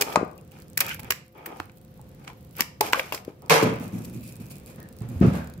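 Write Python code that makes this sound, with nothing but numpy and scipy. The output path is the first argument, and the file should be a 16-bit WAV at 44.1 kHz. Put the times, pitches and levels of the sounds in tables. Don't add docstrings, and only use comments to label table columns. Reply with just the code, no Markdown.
import sys
import numpy as np
from scipy import signal
from scipy.fft import rfft, irfft, next_fast_len
from scipy.io import wavfile
from scipy.ndimage import uniform_filter1d

SR = 44100
rng = np.random.default_rng(int(sys.argv[2]) if len(sys.argv) > 2 else 0)


def magnitude_from_level(level_db):
    exponent = np.asarray(level_db, float) / 20
    return 10 ** exponent


def master_out(mix):
    frames = np.transpose(np.atleast_2d(mix))
    ceiling = np.clip(frames, -1, 1)
    pcm = np.round(ceiling * 32767).astype(np.int16)
    wavfile.write(sys.argv[1], SR, pcm)


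N = 246959

# [t/s, peak/dB, deck re axle/dB, sizzle re axle/dB, length/ms]
CLACKS = [(0.0098, -11.5, -6.5, 3.5, 6.3), (0.0181, -21.5, 0, -0.5, 6), (0.02, -18, -0.5, 4.5, 7),
          (0.1577, -15, 3.5, -12, 2.5), (0.7734, -22, 4, 12, 3.5), (0.7763, -18, -13, 9.5, 2.5),
          (0.8043, -12.5, -9, 11, 2.3), (0.8071, -15, 0, 8, 3.2), (0.809, -29.5, 12, -33, 12.6),
          (0.993, -38, 6, 9.5, 7.9), (1.1062, -8.5, -1, 7, 0.39), (1.458, -38.5, 10, 17.5, 9.9),
          (1.5994, -28.5, 1, -6, 2.9), (2.2765, -34, 6.5, -42, 4.1), (2.6063, -9, -3, 5.5, 3.2),
          (2.808, -10.5, -2.5, 3, 5), (2.924, -25.5, 0, 4, 8), (2.9317, -15.5, 9.5, -5, 4.2),
          (2.994, -27.5, 14.5, 4, 7.2), (3.1232, -29.5, 7, 11, 3), (3.1448, -24, -4.5, 1, 8.6),
          (3.4966, -18.5, 3.5, 4, 2), (3.497, -15, -1, -8, 4), (3.5026, -20.5, 8.5, 1, 6),
          (3.6245, -25, -2, 2.5, 18), (4.0453, -39, -5, 7, 13.6)]
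# [t/s, peak/dB, side/dB: plus = wooden deck, minus = metal axle]
TAPS = [(0.124, -32.5, 4), (0.79, -29, 5.5), (0.8205, -30, -2), (0.8467, -34, -1), (0.864, -28.5, -8),
        (0.882, -30, -5), (0.8922, -29, -6), (0.944, -38, -16.5), (1.001, -38.5, -6), (1.102, -36, 0),
        (1.1207, -19, 2), (1.6956, -51, 10.5), (2.3, -49.5, 12), (2.552, -45.5, 1), (2.566, -43.5, -16),
        (2.619, -25, 4.5), (2.561, -51, -15), (2.582, -40, -14), (2.571, -50, 7), (2.944, -30.5, 5),
        (3.176, -49, 21.5), (3.248, -40, -4), (4.513, -39.5, -7), (2.247, -44.5, 1), (0.128, -36, -4.5)]
TAP_MS, TAP_SIZZLE_DB_PER_DECK_DB = 3.5, -1.07
LEAD, LEAD_S = 0.15, 0.00057
CHATTER, CHATTER_S = 0.72, 0.0044
SIZZLE_PAN_DB = 4


def clacks():
    a, b, c = rng.standard_normal((3, 2, N))
    a[1] = 0.5 * np.roll(a[0], 4) + 0.85 * a[1]
    deck = body(a, [(1910, 970, 2), (2464, 205, 8.5), (2860, 440, -3.5)])
    axle = body(b, [(4460, 1670, -2.0), (5430, 970, 0.0), (7470, 1400, -4.0)])
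    sizzle = body(c, [(12000, 2960, -3.0), (11940, 1650, 1.5), (16500, 2030, -3.5)])
    pan_db = SIZZLE_PAN_DB * np.array([[0.5], [-0.5]])
    taps = [(s, db, side, TAP_SIZZLE_DB_PER_DECK_DB * side, TAP_MS) for s, db, side in TAPS]
    out = np.zeros((2, N))
    t = np.arange(-250, 1200) / SR
    for s, db, deck_db, sizzle_db, ms in CLACKS + taps:
        u = np.maximum(t, 0) / (max(ms, 0.3) * 0.0004)
        strike = u ** 2 * np.exp(2 - 2 * u)
        chatter = CHATTER * np.minimum(u, 1) * np.exp(-abs(t) / CHATTER_S)
        lead = LEAD * np.exp(-abs(t) / LEAD_S)
        first = round((s + t[0]) * SR)
        at = slice(first, first + len(t))
        for part, part_db in (deck, deck_db), (axle, 0), (sizzle, sizzle_db + pan_db):
            burst = part[:, at] * (strike + chatter + lead)
            peak = abs(burst).max(axis=1, keepdims=True)
            add(out, s + t[0], magnitude_from_level(db + part_db) * burst / peak)
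    return out


# [t/s, peak/dB, f/Hz, t60/s, L-R/dB]
DECK = [(0.019, -28, 2500, 0.023, 6), (0.385, -54, 2500, 0.046, 1), (0.517, -52, 2600, 0.032, -4),
        (0.7758, -25, 1800, 0.034, -0.5), (0.807, -24.5, 2270, 0.041, 3), (0.9046, -32, 2210, 0.014, -6),
        (0.9125, -26, 2450, 0.023, -2.5), (1.1062, -30, 2098, 0.063, 9), (2.6066, -15.5, 2184, 0.0048, 5.5),
        (2.6066, -20, 4960, 0.013, 2), (2.6185, -36, 5100, 0.023, -6), (.776, -27, 5050, 0.011, -7),
        (.776, -20.5, 7000, 0.019, 7), (.808, -29, 5080, 0.016, 0), (2.81, -31, 3620, 0.029, 0),
        (2.933, -29, 3600, .012, 3), (2.933, -21, 2100, .015, -2), (1.601, -31, 2210, .012, 3),
        (2.809, -35.5, 2470, 0.018, 7.5), (2.932, -22, 2500, .015, 5), (2.995, -15.5, 1970, 0.0084, 4),
        (3.123, -25, 2500, 0.035, 3)]


def deck_rings():
    return rings(DECK, partial=1.09, partial_db=1, rise_ms=0.28)


# [t/s, peak/dB, f/Hz, t60/s, L-R/dB]
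KNOCKS = [(0.159, -2, 940, 0.018, 5), (0.161, -20.5, 1247, 0.052, 17.5), (0.991, -35.5, 860, 0.032, -3),
          (1.994, -42.5, 843, 0.042, 2), (2.298, -37.5, 1000, 0.043, 6), (2.5925, -27, 1160, 0.048, -1),
          (2.604, -31, 951, 0.092, 2), (2.811, -8.5, 851, 0.038, -1.5), (2.932, -9, 985, 0.021, 5),
          (2.944, -18.5, 1160, 0.05, 5), (2.945, -24, 1550, 0.061, -7), (3.534, -21, 975, 0.035, 1.5),
          (3.595, -21, 1170, .03, -8), (3.123, -13.5, 933, 0.011, 5.5), (3.141, -26.5, 1050, 0.028, 6),
          (3.497, -25.5, 900, 0.049, -19.5)]


def box_knocks():
    return rings(KNOCKS, partial=1.11, partial_db=-23.5, rise_ms=0.79)


def box_knocks_far():
    return rings(KNOCKS, partial=0.73, partial_db=-25.0, rise_ms=0.35, damp=3.6)


# [t/s, peak/dB, f/Hz, t60/s, L-R/dB]
BLOWS = [(0.01, -21.5, 413, 0.088, 2), (0.157, -11, 608, 0.038, 3.5), (0.805, -37.5, 558, 0.29, 2.5),
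         (1.103, -28, 391, 0.051, 0), (1.6, -27.5, 321, 0.035, -9), (2.607, -34, 242, 0.081, 14),
         (2.807, -19, 416, 0.089, 4), (2.932, -30, 522, 0.059, 7), (2.974, -28, 546, 0.095, 9.5),
         (2.994, -25.5, 521, 0.079, 4), (3.123, -26, 618, 0.039, 0), (3.143, -22, 474, 0.011, 6),
         (3.301, -28, 379, 0.01, 3), (1.595, -41.5, 92.3, 0.22, -6.5), (5.012, -28.5, 117.6, 1, -2),
         (5.158, -23.5, 90, 0.42, -1), (5.222, -26, 550, 0.18, 6), (5.23, -43, 748, 0.069, -2),
         (5.246, -17.5, 417, 0.081, -1)]


def counter_blows():
    return rings(BLOWS, partial=1.2, partial_db=-8.0, rise_ms=1.4)


# [crest t/s, peak/dB, f/Hz, L-R/dB]
PUSHES = [(0.1739, -12.5, 323, 3), (0.2133, -16.5, 397, 4), (0.2308, -12, 346, 4.5),
          (1.6021, -15, 1150, -5.5), (3.281, -20, 357, 4.5), (3.5058, -31, 800, 0), (3.522, -15, 550, 0),
          (3.5305, -15, 696, -3), (3.536, -13, 700, 0), (3.545, -18, 600, -10), (3.5486, -23, 600, 0),
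          (3.629, -8.5, 302, 1.5), (3.663, -23, 300, -7), (3.677, -22, 280, -3), (3.7, -33, 200, 6),
          (3.729, -17, 221, -2), (3.932, -21, 198, 2), (5.2141, -3.5, 203, 5.5), (5.2259, -8, 273, -0.5),
          (5.244, -15, 200, -9), (5.258, -19, 263, 5), (5.272, -18, 200, 5), (5.2806, -8.5, 137, 0),
          (5.287, -11, 162, 4.5)]


def pushes():
    out = np.zeros((2, N))
    t = np.arange(-400, 400) / SR
    for s, db, hz, pan_db in PUSHES:
        swell = np.exp(-(2.05 * hz * t) ** 2)
        wave = np.cos(2 * np.pi * hz * t)
        wave -= (wave * swell).sum() / swell.sum()
        add(out, s + t[0], magnitude_from_level(db) * sides(pan_db) * wave * swell)
    return out


# [t/s, level/dB]
THUMPS = [
    (0.161, -24),
    (5.213, -4.5),
    (5.25, -14),
]
# [f/Hz, level/dB, t60/s]
COUNTER = [(73.8, -22, 1), (90.8, -16, 0.62), (162, -11.5, 0.46), (188.9, -7, 0.33), (250, -29, 0.376),
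           (346, -21, 0.23), (515, -20.5, 0.053)]


def thumps():
    out = np.zeros((2, N))
    t = np.arange(SR // 2) / SR
    ring = sum(magnitude_from_level(db - 60 * t / t60) * np.sin(2 * np.pi * hz * t) for hz, db, t60 in COUNTER)
    rise = 1 - np.exp(-t / 0.00248)
    for s, db in THUMPS:
        add(out, s, magnitude_from_level(db) * ring * rise * sides(-1.4))
    return out


# [start t/s, contact/s, deck/dB, wheels re deck/dB, grit re deck/dB]
SLIDES = [(-.05, 0.19, -35, -9.5, -11), (0.496, 0.12, -57.5, -2.5, -6), (.81, 0.053, -40.5, 0, -8),
          (0.87, 0.06, -58.5, 21.5, 13.5), (1.01, 0.068, -49.5, -1.5, -11),
          (1.321, 0.14, -47.5, -9.5, -21.5), (1.45, 0.085, -42, -12, -21), (1.53, 0.11, -52, -9, -10.5),
          (2.16, 0.14, -57, -6, -12), (2.27, 0.011, -45.5, -4, -10), (2.809, 0.073, -37, -2.5, -1.5),
          (2.938, 0.06, -39.5, 2.5, -2), (3.0, 0.11, -57.5, 3.5, 3.5), (3.119, 0.026, -41, -1, 3.5),
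          (3.265, 0.033, -50, -8, -14), (3.41, 0.07, -49.5, -16, -31)]
# [end t/s, deck/dB, wheels re deck/dB, grit re deck/dB]
RUN_UPS = [
    (2.604, -33, 3, -2),
]
# [f/Hz, width/Hz, level/dB]
SLIDE_BODY = [(410, 184, 4), (829, 130, 5.5), (953, 170, 0), (1238, 71, 2.5)]
# [f/Hz, width/Hz, level/dB]
WHEELS = [(1550, 330, 1), (2370, 270, 1.5), (3145, 440, -5)]
# [f/Hz, density/dB per Hz]
GRIT = [(2060, -14), (3500, -3), (5130, 1.5), (6440, -1.5), (9320, -5.5), (12600, -1.5), (15500, -8),
        (16500, -29)]
SLIDE_RISE = 0.31
SLIDE_LIFT_DB_PER_S, RUN_UP_DB_PER_S = 341.5, 654


def slides():
    drive = slips(500, 2.5, 1.3)
    deck, wheels = body(drive, SLIDE_BODY), body(drive, WHEELS)
    grit = shaped(slips(250, 2.5, 2.2), GRIT)
    out = np.zeros((2, N))
    t = np.arange(N) / SR
    for s, contact, db, wheel_db, grit_db in SLIDES:
        level = press(s, contact, db, SLIDE_RISE, SLIDE_LIFT_DB_PER_S)
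        out += level * (deck + magnitude_from_level(wheel_db) * wheels + magnitude_from_level(grit_db) * grit)
    for end, db, wheel_db, grit_db in RUN_UPS:
        level = (t < end) * magnitude_from_level(db - RUN_UP_DB_PER_S * np.clip(end - t, 0, 1))
        out += level * (deck + magnitude_from_level(wheel_db) * wheels + magnitude_from_level(grit_db) * grit)
    return out


# [t/s, f/Hz, level/dB]
ROLL = [
    (.82, 1150, -66),
    (.85, 1210, -57),
    (.88, 1270, -35),
    (.895, 1430, -57),
    (.915, 1484, -35),
    (.94, 1550, -46),
    (.97, 1500, -72),
]
ROLL_WIDTH_HZ, OVERTONE_DB = 160, -1


def roll():
    s, hz, db = np.transpose(ROLL)
    drive = slips(400, 3.07, 0.74)
    tone = np.zeros((2, N))
    for k, gain in (1, 0.84), (2, magnitude_from_level(OVERTONE_DB)):
        once = resonate(drive, (s, k * hz), ROLL_WIDTH_HZ)
        tone += gain * resonate(once, (s, k * hz), ROLL_WIDTH_HZ)
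    return evened(tone) * magnitude_from_level(np.interp(np.arange(N) / SR, s, db, -120, -120))


# [t/s, clatter/dB, boom/dB, rattle/dB]
CRASH = [
    (3.494, -16, -17, -22.5),
    (3.615, -59, -29, -57),
]
# [f/Hz, width/Hz, level/dB]
CRASH_BODY = [(712, 95, -1), (985, 140, 1), (1290, 260, -5), (1644, 125, -4), (2080, 230, -3.5),
              (2600, 460, -9.5), (3300, 140, -9.5)]
# [f/Hz, width/Hz, level/dB]
BOOM_BODY = [(163, 14, 1), (286, 67, -10.5), (417, 56, -14.5), (443, 11.7, 9.5), (551, 78, 0)]
CRASH_RISE_S, CRASH_HOLD_S = 0.013, 0.029
CLATTER_DB_PER_S, BOOM_DB_PER_S, RATTLE_DB_PER_S = 116, 131, 170


def crash():
    drive = slips(1200, 2, 2.2)
    clatter, boom = body(drive, CRASH_BODY), body(drive, BOOM_BODY)
    rattle = shaped(drive, [(3500, 3.5), (6000, 1.5), (9000, -6.0), (13000, -5), (16500, -22)])
    layers = (clatter, CLATTER_DB_PER_S), (boom, BOOM_DB_PER_S), (rattle, RATTLE_DB_PER_S)
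    contact = CRASH_RISE_S + CRASH_HOLD_S
    out = np.zeros((2, N))
    for s, *levels_db in CRASH:
        for db, (layer, fall) in zip(levels_db, layers):
            out += layer * press(s, contact, db, CRASH_RISE_S / contact, fall)
    return out


# [start t/s, contact/s, weight/dB, skin rub/dB, cloth/dB]
ARM = [(3.625, 0.052, -21, -29, -61), (3.799, 0.044, -32.5, -42.5, -49), (3.916, 0.074, -30, -48.5, -52),
       (4.0, 0.08, -33.5, -54, -53.5), (4.129, 0.035, -33, -58.5, -51.5), (4.215, 0.082, -45, -68, -49.5),
       (4.397, 0.014, -36.5, -57.5, -50), (4.499, 0.022, -45, -55, -49), (4.66, 0.045, -58, -53, -53),
       (4.779, 0.015, -44, -50, -85), (5.002, 0.043, -38, -48.5, -67), (5.06, 0.15, -38.5, -51.5, -57.5),
       (5.208, 0.036, -17, -32, -62), (5.26, 0.019, -32, -34, -50), (5.318, 0.056, -32, -35.5, -50),
       (5.401, 0.014, -35, -59, -63), (5.56, 0.085, -44.5, -68, -80)]
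# [f/Hz, width/Hz, level/dB]
ARM_BODY = [(90, 9.4, -44), (118.7, 7.53, 4.5), (171.2, 15.8, -0.5), (236.6, 28, -1), (342.5, 49, -13.5)]
# [f/Hz, width/Hz, level/dB]
RUB = [(456, 163, 6.5), (720, 265, 0.5), (1250, 270, -6), (1540, 39, -2.5), (1630, 480, -9),
       (2500, 420, -7), (2810, 3560, -17)]
# [f/Hz, density/dB per Hz]
CLOTH = [(2700, -6.5), (6000, 0), (9500, -2), (12300, 1), (16000, -6)]
# [t/s, f/Hz]
NOTCH = [(3.8, 4800), (3.9, 5200), (4.05, 4100), (4.14, 4700), (4.17, 6100), (4.4, 6100), (4.48, 7000),
         (4.51, 5800), (4.6, 6000), (5.6, 5500)]
NOTCH_WIDTH_HZ = 700
ARM_RISE, SQUEAK_DB = 0.22, -7.5
WEIGHT_DB_PER_S, RUB_DB_PER_S, CLOTH_DB_PER_S, SQUEAK_DB_PER_S = 171.5, 125, 189, 107


def arm():
    rumble = body(slips(120, 2.0, 2.5), ARM_BODY)
    rub = body(slips(220, 2.0, 5.4), RUB)
    squeak = body(slips(160, 0.9, 7.3), [(2470, 230, 0)])
    cloth = shaped(slips(250, 3.5, 1.6), CLOTH)
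    rustle = cloth - resonate(cloth, np.transpose(NOTCH), NOTCH_WIDTH_HZ)

    def follow(column, db_per_s):
        return np.max([press(*row[:2], row[column], ARM_RISE, db_per_s) for row in ARM], axis=0)

    out = follow(2, WEIGHT_DB_PER_S) * rumble
    out += follow(3, RUB_DB_PER_S) * rub
    out += follow(4, CLOTH_DB_PER_S) * rustle
    out += magnitude_from_level(SQUEAK_DB) * follow(4, SQUEAK_DB_PER_S) * squeak
    return out


# [start t/s, contact/s, level/dB, f/Hz]
CREAKS = [
    (1.345, 0.17, -60, 2260),
    (4.77, 0.082, -58, 1760),
    (5.225, 0.023, -38.5, 1260),
    (5.44, 0.093, -65, 1585),
    (5.225, 0.018, -49, 2600),
    (5.32, 0.11, -49.5, 1550),
]
CREAK_WIDTH_HZ = 130


def creaks():
    drive = slips(200, 2.5, 1.5)
    out = np.zeros((2, N))
    for s, contact, db, hz in CREAKS:
        whistle = body(drive, [(hz, CREAK_WIDTH_HZ, 0)])
        out += press(s, contact, db, ARM_RISE, CLOTH_DB_PER_S) * whistle
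    return out


# [t/s, peak/dB]
TICKS = [(4.6609, -38), (4.76, -42.5), (4.8019, -39), (4.8289, -40), (4.888, -43), (4.927, -42.5),
         (4.966, -45), (4.987, -43), (5.0055, -43), (5.0198, -41), (5.0887, -40), (5.203, -41),
         (5.3636, -48), (5.4447, -41), (5.4729, -39), (5.4992, -40), (5.5378, -39.5), (5.5776, -45.5)]
# [t/s, peak/dB]
TICKS_FAINT = [(0.2486, -41), (0.279, -46), (0.3136, -43), (0.332, -48), (0.379, -36), (0.4118, -43.5),
               (0.449, -48), (0.477, -47.5), (0.5124, -43), (0.519, -39), (0.5481, -54), (0.5766, -57),
               (0.588, -43), (0.601, -41), (0.621, -38), (0.682, -41), (0.6998, -40), (0.732, -38.5),
               (1.0323, -33), (1.0454, -35), (1.2632, -45), (1.2804, -46), (1.3484, -55), (1.57, -42),
              (1.6277, -58), (1.656, -41), (1.6806, -52), (1.718, -46), (1.7725, -43.5), (1.783, -49),
              (1.814, -44), (1.8486, -43), (1.8802, -47), (1.941, -47), (1.9758, -45), (2.0142, -40.5),
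              (2.0423, -51), (2.0916, -47), (2.115, -45), (2.148, -44), (2.1963, -51), (2.243, -47),
              (2.3321, -47), (2.4088, -46), (2.428, -46), (2.4486, -42), (2.4932, -50.5), (2.5099, -41),
              (2.5278, -45),
               (3.482, -44), (3.738, -38), (3.7592, -38), (3.786, -47), (3.799, -33), (3.8406, -41),
             (3.8797, -34), (3.923, -42), (4.0461, -40), (4.053, -38), (4.098, -37), (4.13, -43),
             (4.1653, -48), (4.1957, -43), (4.2092, -36), (4.2506, -51), (4.2762, -34), (4.324, -33.5),
             (4.356, -36), (4.3655, -36), (4.4018, -47), (4.458, -42), (4.4655, -39), (4.4856, -42),
             (4.4996, -37), (4.509, -34), (4.5675, -40), (4.5827, -37), (4.5988, -42), (4.6343, -48)]
# [start t/s, end t/s, peak/dB]
TICK_RUNS = [
    (3.38, 3.47, -46),
]
FAINTER_DB, TICK_GAP_S, TICK_SPREAD_DB = -5, 0.034, 3


def ticks():
    puff = np.sin(np.pi * np.arange(70) / 70) ** 2 * np.ones((2, 1))
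    puffs = np.zeros((2, N))
    rows = TICKS + [(s, db + FAINTER_DB) for s, db in TICKS_FAINT]
    for start, end, db in TICK_RUNS:
        gap, size = rng.random((40, 2)).T
        times = start + TICK_GAP_S * np.cumsum(0.4 + 1.2 * gap)
        rows += [(s, db + TICK_SPREAD_DB * (2 * v - 1)) for s, v in zip(times, size) if s < end]
    for (s, db), (wait, weaker) in zip(rows, rng.random((200, 2))):
        add(puffs, s, magnitude_from_level(db) * puff)
        add(puffs, s + 0.005 + 0.007 * wait, magnitude_from_level(db - 8 - 16 * weaker) * puff)
    colour = [(4000, -2.5), (6000, -9.5), (8500, 0.0), (12000, -8.5), (15000, 1.0), (16500, 3.5)]
    return magnitude_from_level(1.7) * puffs * shaped(rng.standard_normal((2, N)), colour)


# [f/Hz, t60/s]
ROOM = [(100, 0.16), (500, 0.5), (1500, 0.37), (4000, 0.35), (8000, 0.28), (16000, 0.16)]


def room(x):
    taps = np.zeros((2, SR // 2))
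    grid = np.arange(120, SR // 2 - 22, 22)
    at = grid + rng.integers(0, 22, (2, len(grid)))
    np.put_along_axis(taps, at, rng.choice([-1., 1.], at.shape), 1)
    hz, t, z = signal.stft(taps, SR, nperseg=256)
    decay = magnitude_from_level(-60 * t / read(ROOM, hz)[:, None])
    tail = ports(signal.istft(z * decay, SR, nperseg=256)[1])
    return signal.fftconvolve(x, tail / np.linalg.norm(tail[0]), axes=1)[:, :N]


# [f/Hz, density/dB per Hz]
HUM = [(25, -9), (135, -3.5), (220, -8), (330, -18.5), (510, -17.5), (700, -28), (8000, -45.5),
       (16500, -47)]
# [t/s, level/dB]
HUM_SWELL = [(0, -51), (1.05, -43.5), (1.2, -49.5), (1.27, -56.5), (1.361, -54.5), (2.101, -46),
             (3.35, -50), (3.701, -42.5), (5.6, -45.5)]
# [f/Hz, level/dB]
FAN = [(145, -62.5), (339, -68.5), (517, -65.5), (720, -75.5)]
# [f/Hz, density/dB per Hz]
HISS = [(2500, 1.5), (5000, -7.5), (9000, -11), (12500, 6.5), (16500, 1)]
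HUM_DB, HISS_DB, FLUTTER_DB = -47, -77.5, 7.5
FAN_DB, FAN_WOBBLE_HZ = 5.0, 1.86


def hum():
    swell_db = np.interp(np.arange(N) / SR, *np.transpose(HUM_SWELL))
    air = shaped(ports(rng.standard_normal((2, N))), HUM)
    air = air * magnitude_from_level(HUM_DB + swell_db - np.median(swell_db))
    wobble = evened(uniform_filter1d(rng.standard_normal((len(FAN), N)), size=6000))
    fan = np.zeros(N)
    for (hz, db), w in zip(FAN, wobble):
        phase = 2 * np.pi * np.cumsum(hz + FAN_WOBBLE_HZ * w) / SR
        fan += magnitude_from_level(db + FAN_DB) * np.sin(phase)
    slow = uniform_filter1d(rng.standard_normal(N), size=500)
    flutter = evened(uniform_filter1d(slow, size=500))
    hiss = magnitude_from_level(HISS_DB + FLUTTER_DB * flutter) * shaped(rng.standard_normal((2, N)), HISS)
    return air + fan + hiss


def rings(rows, partial, partial_db, rise_ms, damp=1):
    out = np.zeros((2, N))
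    t = np.arange(SR // 4) / SR - np.array([[0], [0.0001]])
    for s, db, hz, t60, pan_db in rows:
        wave = np.sin(2 * np.pi * hz * t) + magnitude_from_level(partial_db) * np.sin(2 * np.pi * hz * partial * t)
        rise = np.clip(t / (rise_ms * 0.00095), 0, 1)
        decay = magnitude_from_level(db - 60 * damp * t / max(t60, 0.005))
        add(out, s, wave * rise * decay * sides(pan_db))
    return out


def slips(per_s, spread_db, smooth):
    size = magnitude_from_level(spread_db * np.minimum(rng.exponential(1, N), 4))
    hits = size * (rng.random(N) < per_s / SR)
    puffs = signal.lfilter([1], [1, -np.exp(-1 / (0.00084 * SR))], hits)
    return ports((smooth + evened(puffs)) * rng.standard_normal((2, N)))


def press(start, contact, db, rise, db_per_s):
    t = np.arange(0, N + 32, 32) / SR - start
    level = np.clip(t / (rise * contact), 0, 1) ** 2 * magnitude_from_level(db - db_per_s * np.clip(t - contact, 0, 1))
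    return np.interp(np.arange(N) / SR - start, t, level)


def body(x, modes):
    def gain(hz):
        return sum((-1) ** k * magnitude_from_level(db) / (1 + 1j * (hz - f) / width) ** 2
                   for k, (f, width, db) in enumerate(modes))
    return evened(filtered(x, lambda hz, z: z * gain(hz)))


def resonate(x, curve, width):
    hz = np.interp(np.arange(N) / SR, *curve)
    turn = np.exp(2j * np.pi * np.cumsum(hz) / SR)
    r = np.exp(-np.pi * width / SR)
    return 2 * (turn * signal.lfilter([1 - r], [1, -r], x / turn)).real


def shaped(x, spectrum):
    low, high = spectrum[0][0], spectrum[-1][0]
    return evened(filtered(x, lambda hz, z: z * magnitude_from_level(read(spectrum, hz)) * (hz > low) * (hz < high)))


# [f/Hz, correlation]
SAME = [(60, 0.88), (130, 0.99), (290, 0.93), (640, 0.33), (1410, -0.15), (3100, 0.16), (6820, -0.24),
        (15000, -0.05)]


def ports(x):
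    def blend(hz, z):
        same = np.clip(read(SAME, hz), -1, 1)
        return np.array([z[0], same * z[0] + np.sqrt(1 - same ** 2) * z[1]])
    return filtered(x, blend)


def filtered(x, gain_at):
    size = next_fast_len(x.shape[1])
    return irfft(gain_at(np.fft.rfftfreq(size, 1 / SR), rfft(x, size)), size)[:, :x.shape[1]]


def read(points, hz):
    f, value = np.transpose(points)
    return np.interp(np.log(hz + 1), np.log(f + 1), value)


def evened(x):
    return x / np.sqrt(np.mean(x ** 2) + 1e-20)


def sides(pan_db):
    return magnitude_from_level(np.array([[0.5], [-0.5]]) * pan_db)


def add(mix, s, sound):
    part = mix[:, max(round(s * SR), 0):][:, :sound.shape[1]]
    part += sound[:, :part.shape[1]]


def scene():
    bright = clacks() + deck_rings()
    blows = counter_blows() + pushes() + thumps()
    wet = room(magnitude_from_level(-15.0) * bright + magnitude_from_level(-3.5) * box_knocks_far() + magnitude_from_level(-15.0) * blows)
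    hits = bright + box_knocks() + blows + wet
    friction = slides() + roll() + crash() + arm() + creaks()
    return hits + friction + ticks() + hum()


def roll_off(x):
    return signal.sosfilt(signal.butter(12, 16820, fs=SR, output="sos"), x)


# [f/Hz, L-R/dB]
PORTS = [(60, -2), (130, -1.3), (400, 1.5), (2000, -0.5), (5000, -2.5), (9000, -3), (12500, -2.5)]


def record(dry):
    thin = signal.sosfilt(signal.butter(3, 60, "high", fs=SR, output="sos"), dry)
    dull = signal.oaconvolve(thin, signal.firwin(255, 15750, fs=SR)[None], "same")
    uneven = filtered(dull, lambda hz, z: z * sides(read(PORTS, hz)))
    mix = np.clip(uneven, -1, 1)
    return roll_off(mix)


dry = scene()
out = record(dry)
master_out(out)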